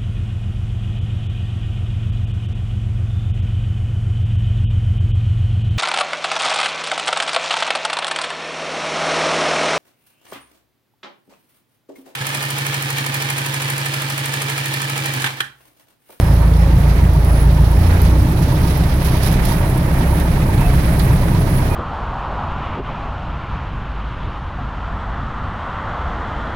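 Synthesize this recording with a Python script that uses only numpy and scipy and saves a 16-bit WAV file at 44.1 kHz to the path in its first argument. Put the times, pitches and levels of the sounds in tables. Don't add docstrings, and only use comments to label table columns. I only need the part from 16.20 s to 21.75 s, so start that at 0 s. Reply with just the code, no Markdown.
import sys
import numpy as np
from scipy import signal
from scipy.fft import rfft, irfft, next_fast_len
from scipy.io import wavfile
from scipy.ndimage import uniform_filter1d

SR = 44100
rng = np.random.default_rng(int(sys.argv[2]) if len(sys.argv) > 2 else 0)


def waveform_to_disk(signal):
    frames = np.transpose(np.atleast_2d(signal))
    scaled = np.clip(frames, -1, 1) * 32767
    samples = np.round(scaled).astype(np.int16)
    wavfile.write(sys.argv[1], SR, samples)


N = 244755
TIME = np.arange(N) / SR

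# frequency_hz, level_db
MIC_BALANCE = [(100, -1), (200, -.5), (350, -2.5), (700, -2), (1100, -3.5), (1800, -7), (3000, -7.5),
               (4500, -11.5), (6100, -13), (8500, -1), (9400, -1.5), (10500, -7), (13500, -1), (15500, -2)]
# frequency_hz, likeness (0-1)
MIC_LIKENESS = [(130, 0.98), (290, 0.92), (640, 0.63), (1400, 0.012), (3000, 0.017)]

# frequency_hz, density_db
TICK_SPECTRUM = [(1000, -11), (2500, -2), (5400, 0), (7500, -4.5), (9200, 4.5), (10700, 9.5), (12200, 6),
                 (15500, 2.5)]
KNOCK_SPECTRUM = [(900, -6), (2200, -2), (4000, 2), (5500, -6), (7500, -13), (12000, -22)]
CLOTH_SPECTRUM = [(800, -6), (2000, 5), (3500, 6), (5400, 5), (7500, -4), (9200, 0.5), (10700, 9),
                  (12200, 2), (13500, 0), (15500, -1)]
LOOSE_PANEL_SPECTRUM = [(700, -6), (1250, -0.5), (1450, 1.5), (1620, 2), (1760, 2), (1900, 2), (2150, 0.5),
                        (2400, -1), (3000, -8.5), (5000, -19)]
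WINDOW_SPECTRUM = [(1200, -16), (2300, -2.5), (3000, 1.5), (4000, 2), (5400, -1.5), (6400, -4.5),
                   (7500, -27), (9000, -40)]
SIZZLE_SPECTRUM = [(6000, -40), (7500, -22), (8600, -9), (9500, -2), (10400, 3), (11600, -1.5), (13200, -7),
                   (15500, -4.5)]
SIDE_PANEL_SPECTRUM = [(205, -18), (238, 3.5), (270, -2.5), (305, 2.5), (350, -3.5), (420, -14),
                       (600, -36.5)]
JOLT_SPECTRUM = [(20, -22), (40, 2), (52, 6), (66, 3), (90, -28), (160, -35), (400, -70)]
FIREWALL_SPECTRUM = [(150, -1), (300, -2), (430, -0.5), (490, -4.5), (570, 0.5), (720, -3.5), (840, -3.5),
                     (950, -6), (1130, -7.5), (1220, -8), (1400, -14), (1900, -17.5), (3000, -50),
                     (7000, -59)]
CABIN_AIR_SPECTRUM = [(15, -26), (30, -11), (48, -8), (80, -0.5), (110, -4), (135, -2), (168, -4),
                      (186, -12), (204, -15), (300, -37), (450, -28.5), (900, -54.5)]

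# start_s, level_db
TRIM_KNOCKS = [(0.336, -34), (1.857, -33), (2.636, -28.5), (4.0, -32), (4.378, -32), (4.797, -24),
               (5.148, -34)]
# start_s, length_s, level_db
CLOTH_STROKES = [(0.677, 0.029, -37), (1.823, 0.04, -33), (2.216, 0.028, -30.5), (2.466, 0.077, -37),
                 (2.835, 0.06, -30), (3.02, 0.078, -28.5), (3.105, 0.05, -30.5), (3.234, 0.11, -30),
                 (4.796, 0.021, -38)]
# start_s, length_s, pitch_hz, slide_hz_per_s, fundamental_db, overtones_db
JOINT_SLIPS = [(0.0, 0.14, 5165, 9, -46, -57), (0.34, 0.11, 5313, 3, -47, -50),
               (1.043, 0.1, 5226, -350, -49, -40), (1.148, 0.096, 5208, 100, -54, -36),
               (1.55, 0.14, 5250, 300, -50, -49), (2.53, 0.21, 5200, -100, -47, -60),
               (4.41, 0.069, 2660, -1300, -37, -62), (4.419, 0.12, 706, -200, -27.5, -52),
               (4.66, 0.13, 623.7, -100, -31.5, -55), (5.121, 0.034, 2550, 300, -37, -60),
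               (5.198, 0.04, 5260, -300, -56, -40), (5.303, 0.092, 5185, -2, -56, -38.5),
               (5.502, 0.06, 2460, -700, -37, -60)]
# start_s, tick_db, ring_db, shift_hz
FITTING_TOUCHES = [(1.047, -27, -55, 0), (1.327, -32, -52, 0), (1.817, -24, -24, 20), (2.345, -42, -37, 30),
                   (2.412, -35, -33, 0), (2.475, -31, -44, 0), (2.573, -28, -26, 80),
                   (2.827, -29, -34, 150), (2.847, -25, -38, 0), (2.869, -24, -38, 0),
                   (3.032, -20, -27, 150), (3.072, -23, -44, 0), (3.128, -30, -27, 328),
                   (3.252, -22, -23, -35), (3.325, -33, -31, 280), (3.785, -34, -32, 0),
                   (3.999, -28, -50, 0), (4.794, -23, -36, -2), (4.834, -29, -35, 0)]
# pitch_hz, level_db, t60_s
FITTING_MODES = [(11100, -11, .05), (11800, -8, .04), (12000, -1, 0.069), (13200, -9, .03)]
# time_s, loose_panels_db, windows_db, window_sizzle_db
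SHAKING = [(0.1, 1.5, 0.8, 0.3), (0.36, -1.5, -0.3, -1), (0.44, 2.5, 0, -2), (0.56, 0, -0.5, 0.5),
           (0.72, 3.5, 1, -0.5), (0.99, -2, -1.2, 0.5), (1.07, 2, 0.3, 0.3), (1.35, -0.3, 1, 0.2),
           (1.6, 0.5, 1.5, 1.7), (1.76, 5.5, 3.7, 2.5), (1.95, 0, 1.5, -1), (2.12, -0.5, 0, -2.5),
           (2.5, 2.5, 5, 2.5), (2.62, 2, 2.5, -1.8), (2.78, 1, 1.5, -0.5), (2.97, 2.5, 5, 2.5),
           (3.14, 6, 2.5, -3), (3.45, 2.5, 0.5, 2), (3.62, 0.9, -1, -0.5), (3.78, 3.5, 1.2, 1),
           (4.1, 2, 0, -1), (4.42, 4.5, -0.8, -0.2), (4.72, 3.5, 2.5, 2.5), (5.02, 3, -0.5, 1),
           (5.25, 0.5, 0.5, -0.3), (5.36, 2, 2, 1.7), (5.55, 2.5, -1, 0)]
# middle_s, half_length_s, level_db
JOLTS = [(3.207, 0.049, -17), (4.55, .08, -15), (5.169, 0.047, -24)]

# time_s, firing_rate_hz
ENGINE_SPEED = [(0, 27.88), (0.7, 27.79), (1.1, 27.51), (1.5, 27.94), (1.8, 29.31), (2.1, 30.95),
                (2.6, 31.91), (3.2, 32.35), (3.6, 32.53), (4.2, 33.17), (4.9, 32.46), (5.5, 32.22)]
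FIRING_DB = [0.5, -0.5, -8, -0.5]
# time_s, gain_db
CHIRP_SWELL = [(0.15, 1), (0.38, -3.5), (0.66, -2.5), (0.95, -2.5), (1.38, -0.5), (2.1, -2), (2.45, 2.5),
               (2.65, -4.5), (3.07, 1), (3.19, -2), (3.32, 3.5), (3.62, -2.5), (3.93, 2.5), (4.15, -5),
               (4.32, 5.5), (4.65, -2), (5.03, 1.5), (5.4, -1), (5.53, 1.5)]
# time_s, gain_db
CABIN_SWELL = [(0, -0.37), (1.2, -0.28), (2, 0.48), (2.7, -0.29), (3.35, -1.73), (4, -1.2), (4.6, 0.81),
               (5.05, 1.415), (5.5, -0.48)]
# centre_hz, width_hz, peak_db
CABIN_MODES = [(34.3, 3.9, -20), (55.75, 2.1, -13.5), (60.05, 2.2, -13), (86.3, 2.7, -11.5),
               (72.3, 23, -19), (111.6, 7.7, -25.5), (126.7, 25, -23.5), (165, 9.7, -29.5),
               (198, 4.9, -33.5)]
# time_s, second_db, third_db, fourth_db
HARMONIC_SWELL = [(0.15, 0.5, -1, 3.5), (0.5, -1, 0.5, -7), (0.7, -0.5, -0.5, 1), (1.05, -1, 0, -11),
                  (1.4, 1, -2.5, -1), (1.9, 1, 1.5, -6), (2.05, 1.5, 2, -1), (2.33, -8.5, -0.5, 0.5),
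                  (2.6, 4, -3, -4), (2.85, -1, -8, 5), (3.05, -2.5, 1, -1.5), (3.3, -5, -3, -8.5),
                  (3.7, -2, -4, 5), (4.05, 1, -2, -4), (4.35, -4, 2.5, 1), (4.75, -0.5, -5, 1.5),
                  (4.9, 0, 0, 4), (5.15, -11, 3, -7), (5.5, -2.5, -0.5, -1)]


def undb(db):
    return 10 ** (np.asarray(db) / 20)


def unit(x):
    return x / np.sqrt(np.mean(x ** 2))


def curves(table):
    times, *columns = np.transpose(table)
    return [np.interp(TIME, times, column) for column in columns]


def on_bins(points):
    hz, value = np.transpose(points)
    bin_hz = np.fft.rfftfreq(next_fast_len(N), 1 / SR)
    return np.interp(np.log(bin_hz + 1), np.log(hz), value)


def weigh(x, gain):
    return irfft(rfft(x, next_fast_len(N)) * gain, next_fast_len(N))[..., :N]


def colour(x, spectrum):
    return unit(weigh(x, undb(on_bins(spectrum))))


def walk(per_s):
    hold = int(SR / per_s)
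    steps = np.repeat(rng.standard_normal(N // hold + 1), hold)
    return unit(uniform_filter1d(uniform_filter1d(steps, hold), hold)[:N])


def hump(offset, width):
    return np.exp(-.5 * (offset / width) ** 2)


def soft_gate(start_s, length_s, edge_s):
    opening = np.clip((TIME - start_s) / edge_s + .5, 0, 1)
    return opening * np.clip((start_s + length_s - TIME) / edge_s + .5, 0, 1)


def cabin_noise():
    alike = np.clip(on_bins(MIC_LIKENESS), 0, 1)
    shared = weigh(rng.standard_normal(N), np.sqrt(alike))
    return shared + weigh(rng.standard_normal((2, N)), np.sqrt(1 - alike))


def grains(per_s, spread_db):
    size = undb(spread_db * np.minimum(rng.exponential(size=N), 5))
    return unit((rng.random(N) < per_s / SR) * size * rng.standard_normal((2, N)))


def trim_ticks(per_s, decay_s):
    taps = (rng.random(N) < per_s / SR) * rng.random(N)
    fade = signal.lfilter([1], [1, -np.exp(-1 / (decay_s * SR))], taps)
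    return colour(rng.standard_normal((2, N)), TICK_SPECTRUM) * fade


def trim_knocks(decay_s):
    fade = sum(undb(db) * (TIME >= s) * np.exp(-np.abs(TIME - s) / decay_s) for s, db in TRIM_KNOCKS)
    return colour(rng.standard_normal((2, N)), KNOCK_SPECTRUM) * fade


def cloth_rustles():
    strokes = sum(undb(db) * soft_gate(s, length, edge_s=0.027) for s, length, db in CLOTH_STROKES)
    fibres = grains(per_s=14000, spread_db=1.1) * undb(2.5 * np.tanh(walk(220)))
    return colour(fibres, CLOTH_SPECTRUM) * strokes


def joint_squeaks(waver_hz, rough_hz, third_db):
    out = np.zeros(N)
    drift = np.cumsum(waver_hz * walk(40) + rough_hz * walk(700)) / SR
    for start_s, length_s, hz, slide, fundamental_db, overtones_db in JOINT_SLIPS:
        gate = soft_gate(start_s, length_s, edge_s=0.02)
        on = gate > 0
        phase = 2 * np.pi * (hz * TIME[on] + drift[on] + slide * (TIME[on] - start_s) ** 2 / 2)
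        overtones = np.sin(2 * phase) + undb(third_db) * np.sin(3 * phase)
        out[on] += gate[on] * (undb(fundamental_db) * np.sin(phase) + undb(overtones_db) * overtones)
    return out * undb(2.5 * np.tanh(walk(80)))


def fitting_clinks(tick_s):
    out = np.zeros((2, N))
    crack = colour(rng.standard_normal((2, N)), TICK_SPECTRUM)
    age = TIME[:SR // 8]
    mic_cycles = np.array([[0], [.25]])
    for start_s, tick_db, ring_db, shift_hz in FITTING_TOUCHES:
        span = slice(int(start_s * SR), int(start_s * SR) + len(age))
        out[:, span] += undb(tick_db) * crack[:, span] * np.exp(-age / tick_s)
        for hz, db, t60_s in FITTING_MODES:
            phase = 2 * np.pi * ((hz + shift_hz) * age + rng.random() + mic_cycles)
            out[:, span] += undb(ring_db + db - 60 * age / t60_s) * np.sin(phase)
    return out


def chatter(firings, spectrum, beat, flutter_db, grain_db):
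    crank_shake = 1 + beat * np.cos(np.pi * firings)
    flutter = undb(flutter_db * np.tanh(walk(90)))
    buzz = cabin_noise() + undb(grain_db) * grains(per_s=3000, spread_db=4.0)
    return colour(buzz * crank_shake * flutter, spectrum)


def side_panel(firings, hum_db):
    hum = sum(np.cos(2 * np.pi * (k * firings + rng.random() + 0.12 * walk(4.11))) for k in range(7, 13))
    return colour(cabin_noise(), SIDE_PANEL_SPECTRUM) + undb(hum_db) * colour(hum, SIDE_PANEL_SPECTRUM)


def airframe_jolts(boom_at_s, boom_half_s, boom_hz, boom_db):
    jolts = sum(undb(db) * hump(TIME - s, half_s) for s, half_s, db in JOLTS)
    rumble = colour(cabin_noise(), JOLT_SPECTRUM) * jolts
    boom = undb(boom_db) * hump(TIME - boom_at_s, boom_half_s)
    return rumble + boom * np.sin(2 * np.pi * (boom_hz * TIME + rng.random()))


def engine_clatter(firings, beat):
    surge = 1 + beat * np.cos(2 * np.pi * firings)
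    return colour(cabin_noise() * surge * undb(0.13 * walk(24.8)), FIREWALL_SPECTRUM)


def valve_chirp(firings, at_cycle, width_cycles, pitch_hz, neighbour_db):
    offsets = [((firings + lead) / 4 - at_cycle + .5) % 1 - .5 for lead in (0, 1)]
    main, neighbour = (hump(offset, width_cycles) for offset in offsets)
    cycles = np.cumsum(pitch_hz * (1 + .028 * walk(200))) / SR
    note = [np.sin(2 * np.pi * (cycles + .09 * walk(200))) * undb(1.8 * walk(220)) for _ in range(2)]
    return np.array(note) * (main + undb(neighbour_db) * neighbour) * undb(walk(14))


def exhaust_boom(firings, scatter_db, jitter_s):
    onsets = np.flatnonzero(np.diff(np.floor(firings))) + 1
    size_scatter, time_scatter = rng.standard_normal((len(onsets), 2)).T
    size = undb(np.resize(FIRING_DB, len(onsets)) + scatter_db * size_scatter)
    onsets += (jitter_s * SR * time_scatter).astype(int)
    pulses = np.zeros(N)
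    pulses[np.clip(onsets, 0, N - 1)] = size - size.mean()
    age = TIME[:SR // 4]
    echoes = rng.standard_normal(len(age)) * np.exp(-age / 0.044)
    boom = signal.fftconvolve(pulses, echoes)[:N]
    return unit(colour(boom, CABIN_AIR_SPECTRUM) + colour(cabin_noise(), CABIN_AIR_SPECTRUM))


def drone(firings, firing_hz, waver_db):
    out = 0
    swell_db = [0, *curves(HARMONIC_SWELL), 0, 0]
    for k in range(1, 7):
        power = sum(undb(db) ** 2 / (1 + (2 * (k * firing_hz - hz) / width_hz) ** 2)
                    for hz, width_hz, db in CABIN_MODES)
        waver = undb(swell_db[k - 1] + waver_db * walk(7) * (k > 1))
        out += np.sqrt(2 * power) * waver * np.cos(2 * np.pi * (k * firings + rng.random()))
    return out


def scene():
    firing_hz, = curves(ENGINE_SPEED)
    firings = np.cumsum(firing_hz) / SR
    throttle = (firing_hz - firing_hz.min()) / np.ptp(firing_hz)
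    loose_db, window_db, sizzle_db = curves(SHAKING)
    chirp_db, = curves(CHIRP_SWELL)
    swell_db, = curves(CABIN_SWELL)

    def driven(idle_db, rise_db):
        return undb(idle_db + rise_db * throttle + 0.5 * walk(6.05))

    engine = drone(firings, firing_hz, waver_db=1)
    engine = engine + undb(-16.9 + swell_db) * exhaust_boom(firings, scatter_db=1.6, jitter_s=.0003)
    engine += driven(-26.5 + 0.37 * loose_db, rise_db=-0.3) * engine_clatter(firings, beat=0.15)
    at_cycle = 0.633 - 0.087 * throttle
    engine += undb(-25 + chirp_db) * valve_chirp(
        firings, at_cycle, width_cycles=0.045, pitch_hz=929, neighbour_db=-10 + 5.6 * throttle)

    airframe = airframe_jolts(boom_at_s=4.85, boom_half_s=0.15, boom_hz=57.1, boom_db=-18)
    pull = uniform_filter1d(np.maximum(np.gradient(firing_hz), 0), int(0.13 * SR))
    strain_db = 4.5 * pull / pull.max()
    airframe += driven(-35.5 + swell_db + strain_db, rise_db=5.5) * side_panel(firings, hum_db=-2.5)
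    airframe += undb(-35 + loose_db) * chatter(
        firings, LOOSE_PANEL_SPECTRUM, beat=0.026, flutter_db=2.5, grain_db=-11)
    airframe += undb(-40.5 + window_db) * chatter(
        firings, WINDOW_SPECTRUM, beat=0.04, flutter_db=2.6, grain_db=-13)
    airframe += driven(-40.5 + sizzle_db, rise_db=4.5) * chatter(
        firings, SIZZLE_SPECTRUM, beat=0.04, flutter_db=2.3, grain_db=-6.5)
    airframe += undb(-30.5) * trim_ticks(per_s=8.7, decay_s=0.0086)

    close = cloth_rustles() + trim_knocks(decay_s=0.01) + fitting_clinks(tick_s=0.0045)
    close += joint_squeaks(waver_hz=13, rough_hz=38.2, third_db=-14)
    return engine + airframe + close * undb([[-2.5], [1]])


def record(dry):
    sides = undb(on_bins(MIC_BALANCE) * np.array([[.5], [-.5]]))
    mics = weigh(dry, sides / np.sqrt(np.mean(sides ** 2, axis=0)))
    rounded = mics / (1 + (mics / .95) ** 6) ** (1 / 6)
    return signal.sosfilt(signal.ellip(10, .2, 70, 15900, fs=SR, output="sos"), rounded)


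dry = scene()
out = record(dry)
waveform_to_disk(out)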